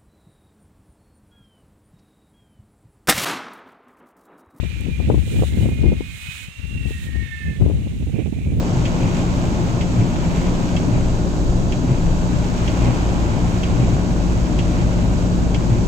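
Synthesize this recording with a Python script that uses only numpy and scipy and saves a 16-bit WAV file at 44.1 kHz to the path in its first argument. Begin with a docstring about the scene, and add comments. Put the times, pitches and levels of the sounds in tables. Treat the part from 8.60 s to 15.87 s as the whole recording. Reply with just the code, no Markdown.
"""Floodwater churning under a car and heavy rain on its glass, heard from inside the cabin by two microphones.
Filtered noise and random impacts make water, spray, rain and vent hiss; sines make blower hum and engine boom.
The wipers run fast on a strict beat: a sharp click of ringing plastic, then a swish and a soft thump.
The body heaves on big waves, a few waves slap the floor, and the bow wave breaks once."""
import sys
import numpy as np
from scipy import signal
from scipy.fft import rfft, irfft, next_fast_len
from scipy.io import wavfile
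from scipy.ndimage import uniform_filter1d

SR = 44100
rng = np.random.default_rng(int(sys.argv[2]) if len(sys.argv) > 2 else 0)


def persist_wave(psi):
    """Save psi, clipped to +-1, as 16-bit WAV."""
    counts = np.round(np.clip(psi, -1, 1) * 32767).astype(np.int16)
    wavfile.write(sys.argv[1], SR, np.atleast_2d(counts).T)


N = 320739
T = np.arange(N) / SR
SIZE = next_fast_len(N + 8192, True)  # padded transform length
FREQ = np.maximum(np.arange(SIZE // 2 + 1) * SR / SIZE, 1)
# the moments of the wiper clicks: first one, end of the scene, period (s)
WIPES_S = np.arange(.2533, N / SR, .9557)


def undb(db):
    """Decibels to gain."""
    return 10 ** (np.asarray(db) / 20)


def unit(x):
    """Scale to rms 1."""
    return x / np.sqrt(np.mean(x ** 2))


def across(points):
    """A table of (Hz, value) joined on a log-frequency axis."""
    hz, value = np.transpose(points)
    return np.interp(np.log(FREQ), np.log(hz), value)


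def spectrum(points):
    """Gain in dB of a (Hz, dB) table, falling 24 dB per octave above its last point."""
    octaves_above = np.log2(np.maximum(FREQ / points[-1][0], 1))
    return across(points) - 24 * octaves_above


def curves(rows):
    """The columns of a (s, ..) table at every sample."""
    s, *columns = np.transpose(rows)
    return [np.interp(T, s, c) for c in columns]


def noise():
    """Two unrelated white noises."""
    return rng.standard_normal((2, N))


def walk(rate):
    """Random levels held 1 / rate s and slewed twice; spread near 1."""
    k = max(int(SR / rate), 1)
    held = np.repeat(rng.standard_normal(N // k + 1), k)
    slewed = uniform_filter1d(uniform_filter1d(held, k), k)
    return 1.3 * slewed[:N]


def drops(rate, spread_db):
    """Random impacts on two sides, rate per second on each, many small and a few large; rms 1."""
    hits = rng.random((2, N)) < rate / SR
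    signs = rng.choice([-1, 1], (2, N))
    sizes = undb(spread_db * np.minimum(rng.exponential(size=(2, N)), 5))
    return unit(hits * signs * sizes)


def swell(at, sigma):
    """A smooth bell-shaped rise and fall around one moment (both in s)."""
    return np.exp(-.5 * ((T - at) / sigma) ** 2)


def cabin(pair, colour_db, lag_ms=0):
    """Colour two unrelated signals and spread them over the microphones; their middle has rms 1."""
    # likeness of the two microphones, limited below to +-0.95: frequency_hz, correlation
    likeness = [(30, 1.2), (60, 0.52), (140, 0.43), (260, 0.5), (640, 0.9), (880, 0.84), (1100, -0.37),
                (1350, -0.42), (1700, 0), (2600, 0.16), (4000, 0.02), (5900, 0.1), (6500, 1), (11000, 0.9),
                (14000, 0)]
    # balance of the two microphones: frequency_hz, left_minus_right_db
    tilt = [(50, 2.5), (80, -1.5), (115, 4.5), (230, 3.5), (380, 1.5), (600, 0), (900, -2.5), (1250, 0.5),
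            (2200, 0), (4400, -4.5), (6200, -11), (7400, -1.5), (8600, 10.5), (13000, -13.5)]
    common, apart = rfft(pair, SIZE)
    like = np.clip(across(likeness), -.95, .95)
    sides = np.array([[1], [-1]])
    gain = undb(sides * across(tilt) / 2)
    both = np.sqrt(1 + like) * common + sides * np.sqrt(1 - like) * apart
    if lag_ms:
        # an unrelated share of the same sound comes from the left and reaches the right microphone late
        direct = rfft(np.roll(pair[0], N // 2), SIZE)
        both = both + .7 * direct * np.exp(1j * np.pi * sides * FREQ * lag_ms / 1000)
    middle_gain = np.sqrt((gain ** 2).sum(0) + 2 * like)
    out = irfft(gain * both * undb(colour_db) / middle_gain, SIZE)[:, :N]
    return out / out.mean(0).std()


def engine():
    """The firing rate sinks overall under the drag of the water; it and its octave boom in the cabin."""
    # firing rate and level of its tone: time_s, firing_hz, level_db
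    firing = [(0, 58, -35), (2, 56.67, -35), (2.8, 54.06, -23), (3.7, 55.5, -31.5), (4.15, 54.34, -22),
              (5.4, 53.36, -26.5), (5.8, 51.72, -22.5), (6.4, 52.14, -20.5), (7.27, 51.5, -23.5)]
    hz, db = curves(firing)
    phase = 2 * np.pi * np.cumsum(hz * (1 + .005 * walk(10))) / SR
    level = np.sqrt(2) * undb(db + 0.23 * walk(6.9))
    boom = np.sin(phase) + undb(-7.0) * np.sin(2 * phase)
    return level * boom * undb([[.6], [-.6]])


def blower():
    """The slightly unbalanced wheel hums at multiples of its shaft rate while air hisses through the vents."""
    # hum of the wheel, each level wandering: shaft_multiple, level_db
    wheel = [(1, -33.5), (2, -30.5), (3, -27.5), (4, -38), (5, -39.5), (6, -40), (7, -46), (9, -49),
             (10, -49)]
    # colour of the air hiss: frequency_hz, relative_db_per_hz
    vent = [(700, -4), (1200, -2.5), (1500, -6), (1900, -9.5), (2600, -4), (3600, -6.5), (4600, -5),
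            (5000, -8.5), (6500, 0), (7400, -6.5), (8100, -8), (8700, -19), (10000, -27), (15800, -27.5)]
    # narrow resonances of the air vents: frequency_hz, width_hz, lift_db
    grille = [(2700, 63, 3), (3270, 140, 1.5), (3875, 87, 6.5), (4750, 49, 8), (6420, 120, -5),
              (7290, 70, 9.5)]
    shaft_hz = 59.2
    turns = np.cumsum(shaft_hz * (1 + .002 * walk(3))) / SR
    hum = 0
    for multiple, db in wheel:
        tone = np.sin(2 * np.pi * (round(multiple) * turns + rng.random()))
        hum = hum + undb(db + walk(4.6)) * np.sqrt(2) * tone
    lift_db = sum(db / (1 + (2 * (FREQ - hz) / width) ** 2) for hz, width, db in grille)
    hiss = cabin(noise() * undb(0.33 * walk(15)), spectrum(vent) + lift_db)
    return hum * undb([[.8], [-.8]]) + hiss * undb(-42.5)


def rain():
    """Drops patter on the windscreen and roof; fine droplets arrive in flurries."""
    # colour of the patter: frequency_hz, relative_db_per_hz
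    patter_colour = [(400, 5), (900, -2), (2500, -11), (5000, -12), (7500, -9), (9500, -30), (15000, -23)]
    # colour of fine droplets that burst on the glass: frequency_hz, relative_db_per_hz
    droplet_colour = [(3000, -9), (7000, 2), (10000, 0), (15500, -5)]
    patter = cabin(drops(rate=100, spread_db=3), spectrum(patter_colour)) * undb(-52.5)
    droplets = drops(rate=1500, spread_db=1.5) * undb(5 * walk(15))
    flurries = cabin(droplets, spectrum(droplet_colour)) * undb(-69)
    return patter + flurries


def thin_ticks():
    """Two thin, faint high ticks: very short bursts of treble noise."""
    # the two ticks: centre_s, peak_level_db
    ticks = [(4.187, -50), (4.947, -47)]
    bursts = sum(undb(db) * swell(s, sigma=0.00044) for s, db in ticks)
    return cabin(noise(), spectrum([(5000, -12), (10000, 0), (15500, -1)])) * bursts


def heaving_body():
    """The body sways all the time and heaves when a big wave passes under it: very low noise."""
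    # big waves: centre_s, level_db
    waves = [(1.9, -23), (2.45, -20), (2.93, -19), (3.48, -18)]
    sway_db, wave_sigma_s = -28, .09
    wave_power = sum((undb(db) * swell(s, wave_sigma_s)) ** 2 for s, db in waves)
    size = np.sqrt(undb(sway_db) ** 2 + wave_power)
    heave = cabin(noise(), spectrum([(6, -30), (15, -20), (22, 12), (35, -3), (46, -4)]))
    # even out the swing, then let it follow the size of the waves
    swing = np.sqrt(uniform_filter1d(heave.mean(0) ** 2, SR // 12))
    return heave / swing * size


def floodwater():
    """Water drums on the floor, the bow wave gurgles, and the tyres fling spray into the arches."""
    # water flow against the tyres and floor: time_s, db_about_usual
    flow = [(0.0, 0.8), (0.65, 1.7), (1.35, -0.2), (1.8, 2.6), (2.6, -2), (3.0, -3), (3.85, 0.4),
            (4.28, 2.5), (4.7, 1.0), (5.15, 0.9), (5.7, -0.3), (6.3, 1), (6.8, -1.5), (7.27, -2.5)]
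    # colour of the drumming on the floor: frequency_hz, relative_db_per_hz
    rumble_colour = [(15, -16), (30, -7), (50, 0.5), (78, -0.5), (112, -0.5), (150, -1.8), (200, -5),
                     (290, -6.5), (360, -10.5), (450, -19.5), (700, -30), (1200, -54)]
    # colour of the bow wave: frequency_hz, relative_db_per_hz
    wash_colour = [(250, -15.5), (450, -0.5), (620, 3), (740, -1.5), (820, -3), (900, -3.5), (1060, -7),
                   (1200, -14), (1500, -13.5), (1900, -21.5), (3500, -59)]
    # colour of the tyre spray: frequency_hz, relative_db_per_hz
    spray_colour = [(650, -8.5), (950, 4.5), (1200, -2.5), (1800, -4), (2350, 1), (2750, -2), (3200, -4.5),
                    (3700, -8.5), (5000, -12), (7500, -9.5), (9500, -27.5), (15000, -32.5)]
    flow_db, = curves(flow)
    rumble = cabin(noise() * undb(0.42 * walk(16)), spectrum(rumble_colour))
    # the drumming grows, in dB per second, as the water deepens
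    rumble = rumble * undb(-21.5 + 0.0854 * T)
    gurgle = (noise() + 0.72 * drops(rate=700, spread_db=2.0)) * undb(0.33 * walk(16))
    wash = cabin(gurgle, spectrum(wash_colour))
    splatter = (noise() + 0.95 * drops(rate=2500, spread_db=4.5)) * undb(1.15 * walk(28))
    spray = cabin(splatter, spectrum(spray_colour), lag_ms=0.29)
    # per dB of flow, spray gains more than a dB and the bow wave less
    return rumble + wash * undb(-33 + 0.43 * flow_db) + spray * undb(-43 + 1.8 * flow_db)


def breaking_wave():
    """The bow wave tumbles over once and sloshes along the front of the car: noise and dense impacts."""
    splashes = noise() + drops(rate=540, spread_db=0.5)
    slosh = cabin(splashes, spectrum([(450, -16), (780, 2), (1000, -1.5), (1250, -12), (2000, -19)]))
    return slosh * swell(4.45, sigma=0.35) * undb(-38)


def thumps():
    """Turning blades and slapping waves make windscreen and floor panels shudder for a few cycles."""
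    # waves that slap the floor panels: centre_s, level_db, mean_pitch_hz
    slaps = [(.15, -20, 126.4), (1.72, -21, 163.7), (6.513, -23, 147.8)]
    turn_delay_s = 0.192  # from the click to the thump of the turning blades
    wobble = np.cumsum(0.081 * walk(70)) / SR  # unsteady pitch, as a time shift in s

    def shudder(s, db, hz, sigma):
        """One soft push on a panel."""
        return undb(db) * swell(s, sigma) * np.sin(2 * np.pi * (hz * (T + wobble) + rng.random()))

    windscreen = sum(shudder(s + turn_delay_s, db=-16, hz=117.8, sigma=0.029) for s in WIPES_S)
    floor = sum(shudder(s, db, hz, sigma=0.041) for s, db, hz in slaps)
    return np.sqrt(2) * (windscreen + floor) * undb([[.3], [-.3]])


def wiper_swish():
    """After each click the arms load their linkage, then wet rubber slides and flicks water off the glass."""
    load = sum(swell(s + 0.118, sigma=0.015) for s in WIPES_S)
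    slide = sum(swell(s + 0.2, sigma=0.043) for s in WIPES_S)
    groan = cabin(noise(), spectrum([(100, -16), (200, -8.5), (265, 6.5), (330, -9)]))
    rubber_colour = [(80, -4), (170, 5.0), (330, -1.5), (480, -15.0), (850, -16), (1200, -38)]
    rubber = cabin(noise(), spectrum(rubber_colour))
    flung_water = noise() + drops(rate=1000, spread_db=4.5)
    flick = cabin(flung_water, spectrum([(1400, -16), (2000, 0), (2300, 3), (2700, -1), (3500, -16)]))
    return groan * load * undb(-26.5) + rubber * slide * undb(-24.5) + flick * slide * undb(-45)


def wiper_clicks():
    """The wiper drive snaps over: a short rattle rings the plastic around it and knocks the dashboard."""
    # what the click rings with: frequency_hz, relative_db, t60_s
    click_modes = [(1984, -8, 0.049), (2144, -2, 0.044), (2310, -4, .045), (2460, -16, .04),
                   (2647, 4.5, 0.047), (2860, 0, 0.064), (3233, 3, 0.057), (3550, -9.5, 0.067)]
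    t = T[:SR // 8]
    ring, rattle = np.zeros((2, N)), np.zeros(N)
    knock = undb(-60 * t / 0.1 - 15) * np.sin(2 * np.pi * 112 * t)
    rise = 1 - np.exp(-t / .0016)
    phases = rng.random(len(click_modes))
    for s in WIPES_S:
        strength = undb(-1.2 + 0.5 * rng.standard_normal())
        plastic = 0
        for (hz, db, t60), phase in zip(click_modes, phases):
            # each mode reaches the two microphones in its own phase
            cycles = hz * t + phase + .1 * rng.standard_normal((2, 1))
            plastic = plastic + undb(db - 60 * t / t60) * np.sin(2 * np.pi * cycles)
        start = int(s * SR)
        stop = start + len(t)
        ring[:, start:stop] += strength * (plastic * rise * undb([[-31.5], [-28.5]]) + knock)
        rattle[start:stop] += strength * np.sqrt(rise) * np.exp(-t / 0.015)
    crack_colour = [(1000, -29), (1900, -3), (2300, 3), (3300, 0.5), (3600, -9), (7200, -9.5), (8300, -24)]
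    crack = cabin(noise(), spectrum(crack_colour))
    return ring + undb(-29) * crack * rattle


def scene():
    """Everything as it meets inside the cabin."""
    background = engine() + blower() + rain() + thin_ticks()
    water = heaving_body() + floodwater() + breaking_wave()
    return background + water + thumps() + wiper_swish() + wiper_clicks()


def record(dry):
    """The microphones lose the deepest rumble, below 14 Hz, and the top, above 15.8 kHz."""
    low_cut = signal.butter(2, 14, "highpass", fs=SR, output="sos")
    top_cut = signal.ellip(10, .2, 80, 15800, fs=SR, output="sos")
    return signal.sosfilt(top_cut, signal.sosfilt(low_cut, dry))


dry = scene()
out = record(dry)
persist_wave(out)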